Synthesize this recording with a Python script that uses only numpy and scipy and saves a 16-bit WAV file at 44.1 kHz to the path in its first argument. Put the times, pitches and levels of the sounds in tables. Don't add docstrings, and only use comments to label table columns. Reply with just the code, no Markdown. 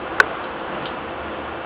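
import sys
import numpy as np
from scipy import signal
from scipy.fft import rfft, irfft
from scipy.io import wavfile
from scipy.ndimage import uniform_filter1d

SR = 44100
rng = np.random.default_rng(int(sys.argv[2]) if len(sys.argv) > 2 else 0)


def waveform_to_disk(signal):
    frames = np.transpose(np.atleast_2d(signal))
    scaled = np.clip(frames, -1, 1) * 32767
    samples = np.round(scaled).astype(np.int16)
    wavfile.write(sys.argv[1], SR, samples)


N = 72765

# (frequency [Hz], relative density [dB])
RUSH_SPECTRUM = [(15, -51.5), (30, -18), (55, -10), (75, -5.5), (103, -10), (180, -10), (270, -4.5),
                 (350, 1), (420, -4.5), (700, 0), (900, -3.5), (1100, -1.5), (1220, -4), (1430, -4),
                 (1950, -12.5), (3050, -15.5), (3600, -22), (4000, -35), (4400, -35.5), (5000, -48.5),
                 (6000, -86.5)]
# (time [s], gain [dB])
RUSH_SWELL = [(0, -0.5), (.28, 1.5), (.5, -0.1), (.66, -0.5), (.75, 1.8), (.85, 0.5), (.93, 0),
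              (1.03, -1.1), (1.35, 0), (1.65, -1)]
# (frequency [Hz], rms level [dB])
HUM_LINES = [(120, -55.5), (160, -56), (215, -50), (294, -52.5), (334.5, -45), (462.5, -44.5), (520.5, -41),
             (774, -48.5), (1421, -49.5), (2408, -66.5), (2659, -53)]
# (time [s], rms level [dB])
DRONE_LEVELS = [(0, -58), (.29, -45), (.42, -71), (.98, -55.5), (1.07, -48.5), (1.27, -43), (1.35, -49),
                (1.53, -45), (1.65, -64)]
# (time [s], level [dB], tail against the tick [dB])
FAR_TICKS = [(.44, -28, -15.5), (.593, -37.5, -11), (0.825, -30.5, -16), (0.8552, -20.5, -9)]
# (frequency [Hz], relative level [dB], t60 [s])
OBJECT_MODES = [(2228, -2, .007), (3060, -8, 0.039), (3870, -12, .015), (4240, -18, 0.024)]
# (frequency [Hz], relative density [dB])
TILE_SPECTRUM = [(800, -19.5), (2000, -5.5), (3000, 10), (3800, 5.5), (4500, -8), (5200, -24.5)]
# (time [s], level [dB])
CASE_TOUCHES = [(0.1813, -20.5), (0.227, -18)]
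# (frequency [Hz], relative level [dB], t60 [s])
CAMERA_MODES = [(421, -24, .16), (528, -21.5, .07), (569, -22.5, 0.047), (708, -25, 0.045),
                (903, -24, 0.059), (1012, -13, .013), (1120.5, -7, 0.025), (1463, -8.5, 0.0103),
                (1515, -1, .026), (1707, -9.5, 0.0226), (2320, -6.5, 0.0075), (2535, -23, 0.038),
                (3020, -15.5, 0.013), (3763, -20.5, .015)]

CASE_RISE_S, TICK_RISE_S = 0.00092, 0.00044


def undb(db):
    return 10 ** (np.asarray(db) / 20)


def curve(rows):
    return np.interp(np.arange(N) / SR, *np.array(rows).T)


def noise(spectrum):
    hz, db = np.array(spectrum, float).T
    bin_hz = np.maximum(np.arange(N // 2 + 1) * SR / N, 1)
    gain = undb(np.interp(np.log(bin_hz), np.log(hz), db))
    x = irfft(rfft(rng.standard_normal(N)) * gain, N)
    return x / x.std()


def band_noise(edges_hz):
    band = signal.butter(6, edges_hz, "band", fs=SR, output="sos")
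    x = signal.sosfilt(band, rng.standard_normal(N))
    return x / x.std()


def walk(rate_hz):
    hold = int(SR / rate_hz)
    steps = np.repeat(rng.standard_normal(N // hold + 1), hold)
    x = uniform_filter1d(uniform_filter1d(steps, hold), hold)[:N]
    return x / x.std()


def tone(hz, drift_hz=1.6, waver_db=1.6):
    turns = np.cumsum(hz + drift_hz * walk(8)) / SR + rng.random()
    return np.sqrt(2) * np.sin(2 * np.pi * turns) * undb(waver_db * walk(8.2))


def since(start):
    return np.maximum(np.arange(N) / SR - start, 0)


def ring(age, t60, rise):
    return (1 - np.exp(-age / rise)) * np.exp(-np.log(1000) * age / t60)


def strike(age, modes, rise):
    return sum(undb(db) * ring(age, t60, rise) * np.sin(2 * np.pi * hz * age) for hz, db, t60 in modes)


def rush(level_db=-29.5):
    return noise(RUSH_SPECTRUM) * undb(level_db + curve(RUSH_SWELL))


def machine_hum(drone_hz=74):
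    lines = sum(undb(db) * tone(hz) for hz, db in HUM_LINES)
    return lines + undb(curve(DRONE_LEVELS)) * tone(drone_hz)


def rustle(start_s=0.674, rise_s=.05, fade_s=0.33):
    age = since(start_s)
    swell = (1 - np.exp(-age / rise_s)) * np.exp(-age / fade_s)
    brush = undb(-43.5) * band_noise((1350, 3180))
    rumble = undb(-40.5) * band_noise((131, 262))
    return swell / swell.max() * (brush + rumble)


def ticks(crack_t60_s=.006, room_t60_s=0.15):
    crack = undb(2) * band_noise((1750, 4200))
    direct, tail_envelope = np.zeros((2, N))
    for start, db, tail_db in FAR_TICKS:
        age = since(start)
        ringing = strike(age, OBJECT_MODES, TICK_RISE_S)
        direct += undb(db) * (ringing + crack * ring(age, crack_t60_s, rise=0.00092))
        tail_envelope += undb(db + tail_db) * ring(age, room_t60_s, rise=0.00092)
    return direct + tail_envelope * noise(TILE_SPECTRUM)


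def touches(t60_s=0.02):
    envelope = sum(undb(db) * ring(since(start), t60_s, CASE_RISE_S) for start, db in CASE_TOUCHES)
    return envelope * band_noise((590, 2000))


def case_click(start_s=.2003, gain_db=8.5, low_cut_hz=340.5):
    age = since(start_s)
    ringing = strike(age, CAMERA_MODES, CASE_RISE_S)
    scrape = undb(-31) * ring(age, t60=0.06, rise=CASE_RISE_S) * band_noise((450, 2000))
    low_cut = signal.butter(2, low_cut_hz, "high", fs=SR, output="sos")
    return undb(gain_db) * signal.sosfilt(low_cut, ringing + scrape)


def scene():
    return (case_click() + touches() + ticks() + rush() + machine_hum() + rustle())[None]


def record(dry):
    mic_top_hz, recorder_top_hz = 4900, 18000
    knee = 25
    mic_band = signal.ellip(10, .2, 80, mic_top_hz, fs=SR, output="sos")
    recorder_band = signal.ellip(8, .05, 70, recorder_top_hz, fs=SR, output="sos")
    narrow = signal.sosfilt(mic_band, dry)
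    clipped = narrow / (1 + np.abs(narrow) ** knee) ** (1 / knee)
    return signal.sosfilt(recorder_band, clipped)


dry = scene()
out = record(dry)
waveform_to_disk(out)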